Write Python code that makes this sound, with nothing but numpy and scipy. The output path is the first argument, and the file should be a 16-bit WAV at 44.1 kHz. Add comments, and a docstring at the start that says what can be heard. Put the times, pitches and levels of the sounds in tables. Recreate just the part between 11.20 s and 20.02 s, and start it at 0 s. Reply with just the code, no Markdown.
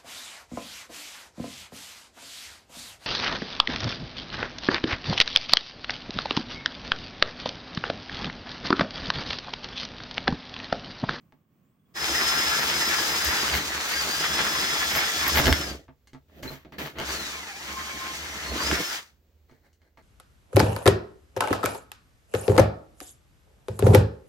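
"""A faint tap on a quiet desk, a thin whistle and two tiny squeaks; then a cut to a workshop, where a
cordless drill drives a hole saw into a plastic panel, jams, is lifted, set down again and finishes
slowly. Fingers pick at the chips. Gears whine over the rasp of the teeth, blows ring the plastic, the
panel rattles and the bench booms. Two close microphone ports hear it in a small room."""
import sys
import numpy as np
from scipy import signal
from scipy.fft import rfft, irfft, next_fast_len
from scipy.io import wavfile
from scipy.ndimage import uniform_filter1d

SR = 44100
rng = np.random.default_rng(int(sys.argv[2]) if len(sys.argv) > 2 else 0)


def store_wav(level_fs):
    """Save 16-bit WAV to argv[1]."""
    pcm = np.round(np.clip(np.atleast_2d(level_fs), -1, 1) * 32767)
    wavfile.write(sys.argv[1], SR, pcm.T.astype(np.int16))


N = 388976
T = np.arange(N) / SR
FFT_SIZE = next_fast_len(N + 8192)
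FREQS = np.maximum(np.arange(FFT_SIZE // 2 + 1) * SR / FFT_SIZE, 1)

# room tone of each place (frequency [Hz], relative level [dB])
DESK_SPECTRUM = [(18, -67), (30, -28), (161, -4), (319, -15), (384, -20.5), (988, -31), (1100, -23),
                 (1320, -31), (3400, -37.5), (3670, -44), (8980, -45.5), (11100, -53), (16000, -33)]
SHOP_SPECTRUM = [(18, -48), (30, -20), (81, 3), (106, -15.5), (355, -20.5), (449, -20.5), (988, -33.5),
                 (2750, -35.5), (7670, -42), (8980, -52.5), (16000, -36)]
# sharp cracks, mostly teeth on the panel (time [s], level [dB], colour [Hz])
CRACK_HITS = [(0.1235, -43, 1250), (2.289, -12, 3000), (2.2993, -11, 2600), (2.3405, -9.5, 2030),
              (2.352, -10.5, 2200), (2.549, -16, 2060), (2.885, -18, 2160), (3.19, -10, 1750),
              (3.752, -10, 2180), (4.068, -13.5, 1700), (4.157, -11, 2800), (4.173, -8, 2128),
              (4.183, -6, 1780), (4.19, -12, 1790), (4.2576, -4, 2900), (4.269, -4, 2300),
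              (4.281, -15, 1700), (4.327, 0, 2400), (5.67, -37, 1500), (5.674, -23, 1200), (5.66, -26, 900),
              (5.7, -32, 2000), (5.682, -28, 1500), (5.7862, -18.5, 2900), (5.7915, -20, 2900),
              (5.8004, -16, 3000), (5.815, -21, 2600), (7.514, -8, 1500)]
# tool and fingers tap desk and panel (time [s], level [dB], colour [Hz], bass [dB])
TAP_HITS = [(0.128, -55, 480, 4), (3.205, -17, 870, -18), (3.555, -20.5, 760, -27), (3.76, -16, 870, -22),
            (4.173, -12, 694, -14), (4.19, -14.5, 750, -7), (4.27, -11, 600, -2.5), (4.286, -15, 480, -3),
            (4.682, -43, 565, -10.5), (4.689, -42.5, 494, 2), (4.873, -39.5, 2980, -21.5),
            (4.933, -36.5, 1660, -2), (4.948, -37, 557, -0.5), (5.098, -51, 620, -12.5),
            (5.232, -23, 2010, -9), (5.247, -31.5, 400, 2), (5.305, -33, 420, 0), (5.318, -32, 1500, -6),
            (5.333, -38, 1200, -2), (5.356, -37.5, 900, -9), (5.449, -40.5, 1000, -14),
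            (5.523, -36, 1100, -13), (5.542, -42, 890, -7), (5.584, -29, 1870, -20),
            (5.595, -28, 1900, -22), (5.785, -25.5, 500, -8), (5.803, -28, 450, -2.5),
            (8.297, -49.5, 622, -6.5), (8.313, -47.5, 1900, 0.5), (8.322, -53, 398, 4),
            (8.465, -56.5, 1700, -11), (8.531, -50, 4800, -24), (8.618, -53, 1590, -6.5),
            (8.774, -42, 660, -8.5), (8.787, -47.5, 647, -8)]
# the panel's low ring (frequency [Hz], relative level [dB], t60 [s])
PANEL_MODES = [(70, -8.5, 0.21), (139.8, -1.5, 0.19), (263, 4, 0.098), (345, -2.5, 0.077)]
# the plastic's clack (frequency [Hz], bandwidth [Hz])
PLASTIC_MODES = [(480, 67), (650, 80), (870, 90), (1150, 200), (1650, 240), (2100, 240), (2950, 350),
                 (4250, 570), (5800, 700)]
# rising whistle (time [s], pitch [Hz], level [dB])
WHISTLE_GLIDE = [(0.37, 5800, -100), (0.44, 6900, -87), (0.52, 8150, -84), (0.6, 8300, -87),
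                 (0.68, 8900, -96)]
# squeaks of the hose cap and saw cup (time [s], pitch [Hz], level [dB], t60 [s])
SQUEAK_RINGS = [(0.594, 3420, -71, 0.05), (0.655, 3400, -70, 0.06), (5.276, 4120, -28, 0.07)]
# one list per trigger pull (time [s], gear mesh rate [Hz], cut level [dB], whine [dB], panel shake [dB])
TRIGGER_PULLS = [
    [(0.74, 1699, -65, 0, 8), (0.76, 1702, -38.5, 2.5, -1), (0.83, 1697, -30, 1, -0.5),
     (1.1, 1701, -28.5, 2.5, 0), (2.17, 1684, -28.5, -0.5, -1.5), (2.3, 1665, -28.5, -3, 1.5),
     (2.37, 1400, -31.5, -2, 5.5), (2.44, 1320, -33, -10, 3), (2.63, 1201, -33.5, -12, -1.5),
     (2.72, 1547, -30.5, -2, -4.5), (2.78, 1636, -31.5, 5.5, -1.5), (2.86, 1430, -30.5, -12, -1),
     (2.92, 1589, -30.5, 1, -2), (3.06, 1704, -29.5, -0.5, 1), (4.01, 1698, -30.5, -0.5, 0),
     (4.14, 1701, -29, -0.5, 5.5), (4.165, 1673, -27, -9, 6), (4.2, 1703, -28.5, -3, 10),
     (4.26, 1748, -31.5, 1.5, 11.5), (4.4, 1776, -35, 2.5, 9.5), (4.51, 1570, -39.5, -4, 13.5),
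     (4.68, 1303, -78.5, -21, 26.5)],
    [(5.8, 1564, -48, -13, 11.5), (5.9, 1572, -33, 0, 5.5), (6.08, 1236, -38, 0, 5),
     (6.34, 736.6, -44, 0.5, -0.5), (6.48, 1065, -39.5, 1, 4.5), (6.92, 1059, -39, 0.5, 2.5),
     (7.0, 1021, -38.5, -5, 5.5), (7.22, 1021, -39, -3, 5), (7.33, 1042, -38.5, 0, 16),
     (7.39, 1524, -33.5, 1, 4), (7.46, 1679, -31.5, 1.5, 7.5), (7.6, 1776, -32, -1, 9.5),
     (7.66, 1758, -34, 3.5, -10), (7.75, 1610, -33.5, -3, -7), (7.88, 1500, -61.5, -24.5, -2),
     (7.98, 1300, -83, -10, -0.5)],
]
# motor and gear tones (multiple of the mesh rate [ratio], relative level [dB])
GEAR_PARTIALS = [(.2, -11.5), (.8, -9.5), (1, -2.5), (1.2, -13), (2, -2), (2.13, -6), (3, -1), (4, -21),
                 (6, -14)]
# level rides on the lower tones (time [s], 1x [dB], 2x [dB], 2.13x [dB], 0.8x and 1.2x [dB])
GEAR_RIDES = [(0.74, -6, -8, -8, -5), (2.3, -5, -8, -3, -4), (2.95, -1, -4, -10, -4),
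              (3.45, -1, -3, -9, -4), (4.1, -2, -2, -8, -2), (4.3, 0.5, -14, -8, 0),
              (5.9, -7.5, -5, -10, -6), (6.08, -6, -6, -4, -9), (6.2, 1.5, -6, 8, -8),
              (6.35, 3, -12, -3, -8), (6.45, -2, -8, -3, -8), (6.53, 0, -6, 5, -4), (6.64, -1, -8, -6, -3),
              (6.7, -1.5, -8, 10, -4), (6.81, -3, -8, 4, -6), (6.92, -1, -4, -6, -4),
              (6.97, -14, 7, -8, -6), (7.1, -14, 4, -10, -6), (7.23, -12, 3, -10, -6),
              (7.3, -1.5, -4, -8, -5), (7.45, -3, -14, -12, -2)]
# the other tones falter as the saw grabs (centre [s], width [s], depth [dB])
WHINE_DIPS = [(1.46, 0.04, -16), (3.62, 0.03, -8), (3.92, 0.07, -12), (4.055, 0.03, -6), (5.85, 0.09, -14),
              (5.925, 0.02, -12), (7.355, 0.07, -22)]
# resonances of the drill housing (frequency [Hz], gain [dB])
HOUSING_EQ = [(300, -6), (740, -2), (860, -7), (1050, 4), (1260, -2.5), (1360, 1), (1700, -2.5), (2100, -2),
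              (2260, 1.5), (2600, -3), (3150, -9), (3400, -3), (3750, -1.5), (4700, 3), (5100, 0.5),
              (5400, -1), (6300, -8), (7000, -2), (10500, -11.5)]
# noise layers of the cut (frequency [Hz], relative level [dB])
TEETH_SPECTRUM = [(260, -41), (450, -2.5), (505, -10), (858, -1.5), (945, -2), (1340, 1), (1440, 0),
                  (1700, 2.5), (2450, -1), (4500, -9), (5850, -42), (9900, -120)]
HISS_SPECTRUM = [(1760, -18), (3000, -2), (4630, -3), (4900, 0.5), (5220, -6), (5330, -1), (6670, -2),
                 (9940, -14), (12300, -16), (15000, -16), (16000, -23)]
RATTLE_SPECTRUM = [(59, -51), (100, -21), (125, -5.5), (152, 1.5), (178, -6.5), (206, 0), (264, -4.5),
                   (302, 1.5), (506, -7.5), (650, -4), (840, -20), (1430, -120)]
BOOM_SPECTRUM = [(15, -48.5), (25, -23), (52, -20), (66, 10), (78, 7.5), (102, -19.5), (110, -10.5),
                 (140, -40.5), (240, -120)]
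SQUEAL_SPECTRUM = [(9000, -41), (12000, -0.5), (14000, -3.5), (16000, -6.5)]
# bands where the rasp flares (frequency [Hz], bandwidth [Hz])
FLARE_BANDS = [(1100, 170), (1500, 210), (1900, 210), (2200, 150), (3200, 400), (4400, 300)]
# accents as the saw snags (centre [s], width [s], teeth [dB], rattle [dB], boom [dB], squeal [dB])
SNAG_ACCENTS = [(2.09, 0.076, 0, 2, 15, 4), (2.36, 0.062, 4, 4.5, 5.5, 15.5), (3.2, 0.039, 4.5, 0.5, 0, -2),
                (3.77, 0.049, 5.5, 2, 1.5, 11), (4.085, 0.033, 1.5, 2.5, 0, 13.5),
                (4.18, 0.059, 4, 5.5, 3, 16.5), (4.276, 0.041, 6.5, 9.5, 7, 10),
                (4.316, 0.062, 2.5, 5.5, 21.5, 8), (7.52, 0.046, 0.5, 8.5, 1.5, -0.5)]
# speed controller tones (start [s], end [s], pitch [Hz], level [dB])
CONTROLLER_TONES = [(2.423, 2.678, 4250, -44), (6.799, 7.22, 4930, -56), (6.918, 7.247, 5830, -48.5),
                    (7.24, 7.344, 4270, -40.5)]
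# idle saw in the groove (start [s], rise [s], hold [s], teeth level [dB], treble [dB], panel [dB])
SCRAPE_STROKES = [(5.083, 0.11, 0.0057, -56.5, -15, 8.5), (5.224, 0.0028, 0.11, -46.5, -12, 3),
                  (5.446, 0.0037, 0.0042, -58.5, -32, 13), (5.52, 0.0024, 0.016, -50.5, -23, 1.5),
                  (5.581, 0.004, 0.077, -37.5, -14.5, -2.5), (5.74, 0.05, 0.038, -38, -23, 3.5)]
# finger on the chips (start [s], rise [s], hold [s], level [dB])
RUB_STROKES = [(8.283, 0.014, 0.051, -61.5), (8.417, 0.034, .02, -63), (8.596, 0.025, 0.057, -67.5),
               (8.77, .003, 0.03, -60.5)]
# hollow colour of the rubbing (frequency [Hz], relative level [dB])
RUB_SPECTRUM = [(200, -6.5), (330, 2.5), (650, -4.5), (1000, -10), (1300, -14), (1600, -4), (2100, -5),
                (2500, -19), (3600, -26), (4200, -12), (5000, -23.5), (5730, -20.5), (7000, -26),
                (16000, -33.5)]
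# how alike noise is at the two ports (frequency [Hz], correlation [0-1])
PORT_LIKENESS = [(60, 0.97), (300, 0.89), (700, 0.71), (1500, 0.25), (4000, 0.4), (9000, 0.3), (14000, 0.2)]
# shading by the microphone casing (frequency [Hz], left minus right [dB])
PORT_BALANCE = [(60, -3.5), (110, 0), (200, -4.5), (380, 0.5), (700, -0.5), (1290, 1.5), (2380, -1),
                (4400, 4), (8120, -1), (15000, -9)]

SCENE_CUT_S = 0.76
MOTOR_TRIM_DB = -6.5  # shared by gear whine and motor hiss


def undb(db):
    """Decibels to gain."""
    return 10 ** (np.asarray(db) / 20)


def over_hz(table, hz=FREQS):
    """Read a (frequency, value) table on a log-frequency axis."""
    points, values = np.array(table).T
    return np.interp(np.log(hz), np.log(points), values)


def wander(rate_hz):
    """Smooth random drift with a spread near 1."""
    hold = int(SR / rate_hz)
    steps = np.repeat(rng.standard_normal(N // hold + 1), hold)[:N]
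    return 1.288 * uniform_filter1d(uniform_filter1d(steps, hold), hold)


def bump(centre, width):
    """Bell-shaped envelope peaking at 1."""
    return np.exp(-((T - centre) / width * 2) ** 2)


def resonance(x, hz, width):
    """One resonant band, gain 1 at its centre."""
    return signal.lfilter(*signal.iirpeak(hz, hz / width, fs=SR), x)


def stereo_noise(spectrum, grain=1):
    """Coloured noise at rms 1, textured by the gain `grain`: narrow in the bass, wide in the treble."""
    mid, side = rfft(grain * rng.standard_normal((2, N)), FFT_SIZE)
    likeness = over_hz(PORT_LIKENESS)
    pair = np.sqrt(1 + likeness) * mid + np.sqrt(1 - likeness) * side * np.array([[1], [-1]])
    noise = irfft(pair * undb(over_hz(spectrum)), FFT_SIZE)[:, :N]
    return noise / np.std(noise)


def room_tone(level_db=-64.5):
    """A gently wavering bed that cuts from desk to workshop."""
    desk = undb(level_db + 2.1 * wander(13.4)) * stereo_noise(DESK_SPECTRUM)
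    shop = undb(level_db + 1.5 * wander(7.1)) * stereo_noise(SHOP_SPECTRUM)
    return np.where(T < SCENE_CUT_S, desk, shop)


def knocks(hits, t60, click, octaves, treble_db, tick_t60=0.02):
    """A click and its rattling tail strike the plastic modes near its colour, with a tick and low ring."""
    out, t = np.zeros(N + SR), np.arange(SR // 5) / SR
    ring = sum(undb(db) * np.sin(2 * np.pi * hz * t) * 1000 ** (-t / decay)
               for hz, db, decay in PANEL_MODES)
    ring /= np.max(np.abs(ring))
    for time, db, hz, bass_db in hits:
        push = 0.41 * rng.standard_normal((2, len(t))) * 1000 ** (-t / np.array([[t60], [tick_t60]]))
        push[:, 0] += click
        contact_hz = min(hz * 2 ** 2.09, 18000)  # the push dulls about two octaves above its colour
        soft = signal.lfilter(*signal.butter(2, contact_hz, fs=SR), push[0])
        body = sum(np.exp(-(np.log2(mode / hz) / octaves) ** 2) * resonance(soft, mode, width)
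                   / width ** .6 for mode, width in PLASTIC_MODES)
        tick = signal.lfilter(*signal.butter(2, 5000, "highpass", fs=SR), push[1])
        tick_gain = undb(treble_db + 8 * np.log2(hz / 1500))  # brighter blows tick louder
        blow = body / np.max(np.abs(body)) + tick_gain * tick / np.max(np.abs(tick))
        start = int(time * SR)
        out[start:start + len(t)] += undb(db) * (blow + undb(bass_db) * ring)
    return out[:N]


def whistle():
    """A faint, thin tone glides up over the desk."""
    times, hz, db = np.array(WHISTLE_GLIDE).T
    gain = undb(np.interp(T, times, db, -140, -140) + 3 * wander(50))
    return gain * np.sin(2 * np.pi * np.cumsum(np.interp(T, times, hz)) / SR)


def squeaks(attack_s=0.004):
    """Hose cap and saw cup squeak in short, rough, wavering rings."""
    out = np.zeros(N)
    rough = undb(2.5 * wander(250))
    wavering_time = np.cumsum(1 + 0.012 * wander(250)) / SR
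    for start, hz, db, t60 in SQUEAK_RINGS:
        envelope = np.clip((T - start) / attack_s, 0, 1) * 1000 ** (-np.maximum(T - start, 0) / t60)
        out += undb(db) * envelope * rough * np.sin(2 * np.pi * hz * wavering_time)
    return out


def trigger():
    """The drill's mesh rate and its cut, whine and shake levels, silent outside the pulls."""
    mesh_hz = np.interp(T, *np.vstack(TRIGGER_PULLS).T[:2])
    levels = np.full((3, N), -120.0)
    for pull in TRIGGER_PULLS:
        times, _, *columns = np.array(pull).T
        held = (T >= times[0]) & (T <= times[-1] + .004)
        levels[:, held] = [np.interp(T[held], times, column) for column in columns]
    return mesh_hz, *levels


def gear_whine(mesh_hz, whine_db):
    """Tones locked to the motor speed, each fluttering in level and coloured by the housing."""
    out = np.zeros(N)
    phase = 2 * np.pi * np.cumsum(mesh_hz * (1 + 0.002 * wander(70))) / SR
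    times, *columns = np.array(GEAR_RIDES).T
    mesh, octave, above_octave, sides = (np.interp(T, times, column) for column in columns)
    rides = {1: mesh, 2: octave, 2.13: above_octave, .8: sides, 1.2: sides}
    falter = sum(db * bump(centre, width) for centre, width, db in WHINE_DIPS)
    for multiple, db in GEAR_PARTIALS:
        drift_db = 3 * wander(20) if multiple < 3 else 0.7 * wander(15)
        level_db = whine_db + db + rides.get(multiple, falter) + over_hz(HOUSING_EQ, multiple * mesh_hz)
        out += undb(level_db + drift_db + 2.5 * wander(70)) * np.sin(multiple * phase)
    return np.sqrt(2) * out


def cutting_levels(cut_db, shake_db, mesh_hz):
    """Faders for the saw's five layers: all follow the cut, and all but the hiss jump at snags."""
    centres, widths, *accents = np.array(SNAG_ACCENTS).T
    teeth, rattle, boom, squeal = np.array(accents) @ bump(centres[:, None], widths[:, None])
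    hiss = np.full(N, MOTOR_TRIM_DB)
    rattle += shake_db - 12.5
    boom += 1.36 * shake_db - 18.5 - 0.5 * wander(9)
    squeal += 6.5 * np.log2(mesh_hz / 1700) - 13  # fades as the motor slows
    return cut_db + np.array([teeth, hiss, rattle, boom, squeal])


def chips(per_s, spread_db):
    """Grain that jumps with every chip: mostly small, a few large."""
    hold = int(SR / per_s)
    return np.repeat(undb(spread_db * rng.exponential(size=N // hold + 1)), hold)[:N]


def hole_saw(mesh_hz, teeth_db, hiss_db, rattle_db, boom_db, squeal_db):
    """Teeth rasp and squeal, the motor hisses, the panel rattles and the bench booms."""
    turn = np.cumsum(mesh_hz / 300) / SR % 1  # the uneven bite repeats with each chuck turn
    bite = np.interp(turn, np.arange(16) / 16, rng.standard_normal(16), period=1)
    teeth = undb(teeth_db + 0.48 * bite + 1.38 * wander(45))
    teeth = teeth * stereo_noise(TEETH_SPECTRUM, chips(3000, 1.65))
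    teeth += sum((undb(3 * wander(28)) - 1) * resonance(teeth, hz, width) for hz, width in FLARE_BANDS)
    hiss = undb(hiss_db + 5.5 + 0.65 * bite + 1.1 * wander(45))
    hiss = hiss * stereo_noise(HISS_SPECTRUM, chips(9000, 1.5))
    rattle_grain = chips(300, 2.12) * undb(2 * wander(25))
    rattle = undb(rattle_db + 0.46 * bite) * stereo_noise(RATTLE_SPECTRUM, rattle_grain)
    boom = undb(boom_db) * stereo_noise(BOOM_SPECTRUM, chips(60, 1.5))
    squeal = undb(squeal_db + 1.5 * wander(14)) * stereo_noise(SQUEAL_SPECTRUM, chips(4000, 2.5))
    return place_right(teeth + hiss + squeal) + rattle + boom


def speed_controller(fade_s=0.0071):
    """The controller's switching sings at part throttle."""
    out = np.zeros(N)
    for start, end, hz, db in CONTROLLER_TONES:
        gate = np.clip(np.minimum(T - start, end - T) / fade_s, 0, 1)
        gain = gate * undb(db + 2 * wander(30))
        out += gain * np.sin(2 * np.pi * np.cumsum(hz * (1 + 0.00195 * wander(18))) / SR)
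    return out


def stroke(start, rise, hold, db, rise_db=18, fall_db_per_s=237):
    """One stroke's envelope in dB: it swells, holds and dies away."""
    attack = rise_db * np.clip(1 - (T - start) / rise, 0, 1)
    release = fall_db_per_s * np.maximum(T - start - rise - hold, 0)
    return np.where(T >= start, db - attack - release, -120)


def with_scrapes(levels):
    """The idle saw scrapes in the groove; the louder of scrape and cut sets each fader."""
    for start, rise, hold, db, treble_db, panel_db in SCRAPE_STROKES:
        boom_db, squeal_db = panel_db - 9.5, treble_db + 6.5
        offsets = np.array([0, treble_db, panel_db, boom_db, squeal_db])
        levels = np.maximum(levels, stroke(start, rise, hold, db) + offsets[:, None])
    return levels


def finger_rubs():
    """A finger rubs the chips, grainy through the hollow panel."""
    level_db = np.max([stroke(*row) for row in RUB_STROKES], axis=0)
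    return undb(level_db + 2 * wander(40)) * stereo_noise(RUB_SPECTRUM, chips(1500, 2.0))


def place_right(x, lag_s=8 / SR):
    """A source nearer the right port: its treble reaches the left one later."""
    late = np.exp(-2j * np.pi * FREQS * lag_s * np.clip((FREQS - 800) / 1500, 0, 1))
    return irfft(rfft(x, FFT_SIZE) * np.array([late, np.ones_like(late)]), FFT_SIZE)[:, :N]


def room_reverb(send, t60=0.14, return_db=-0.5):
    """The small room's short, diffuse tail, different at each port."""
    t = np.arange(8192) / SR
    tail = rng.standard_normal((2, len(t))) * 1000 ** (-t / t60) * (t > .003)
    tail *= undb(return_db) / np.sqrt(np.sum(tail[0] ** 2))
    return irfft(rfft(send, FFT_SIZE) * rfft(tail, FFT_SIZE), FFT_SIZE)[:, :N]


def scene():
    """Mix everything over the room tone; only tones and blows feed the reverb."""
    mesh_hz, cut_db, whine_db, shake_db = trigger()
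    gears = gear_whine(mesh_hz, cut_db + MOTOR_TRIM_DB + whine_db)
    tones = gears + speed_controller() + whistle() + squeaks()
    cracks = [(*hit, -26) for hit in CRACK_HITS]  # cracks carry little bass
    blows = knocks(cracks, t60=0.015, click=7, octaves=0.85, treble_db=-16)
    blows += knocks(TAP_HITS, t60=0.12, click=6.5, octaves=1.5, treble_db=-19)
    bed = room_tone()
    saw = hole_saw(mesh_hz, *with_scrapes(cutting_levels(cut_db, shake_db, mesh_hz)))
    direct = bed + blows + place_right(tones) + saw + finger_rubs()
    return direct + room_reverb(undb(-4) * tones + undb(-3.5) * blows)


def record(dry, top_hz=15900):
    """The casing shades each port differently; a steep low-pass trims the air."""
    tilt = undb(over_hz(PORT_BALANCE) / 2)
    ports = irfft(rfft(dry, FFT_SIZE) * np.array([tilt, 1 / tilt]), FFT_SIZE)[:, :N]
    return signal.sosfilt(signal.ellip(10, .2, 75, top_hz, fs=SR, output="sos"), ports)


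dry = scene()
out = record(dry)
store_wav(out)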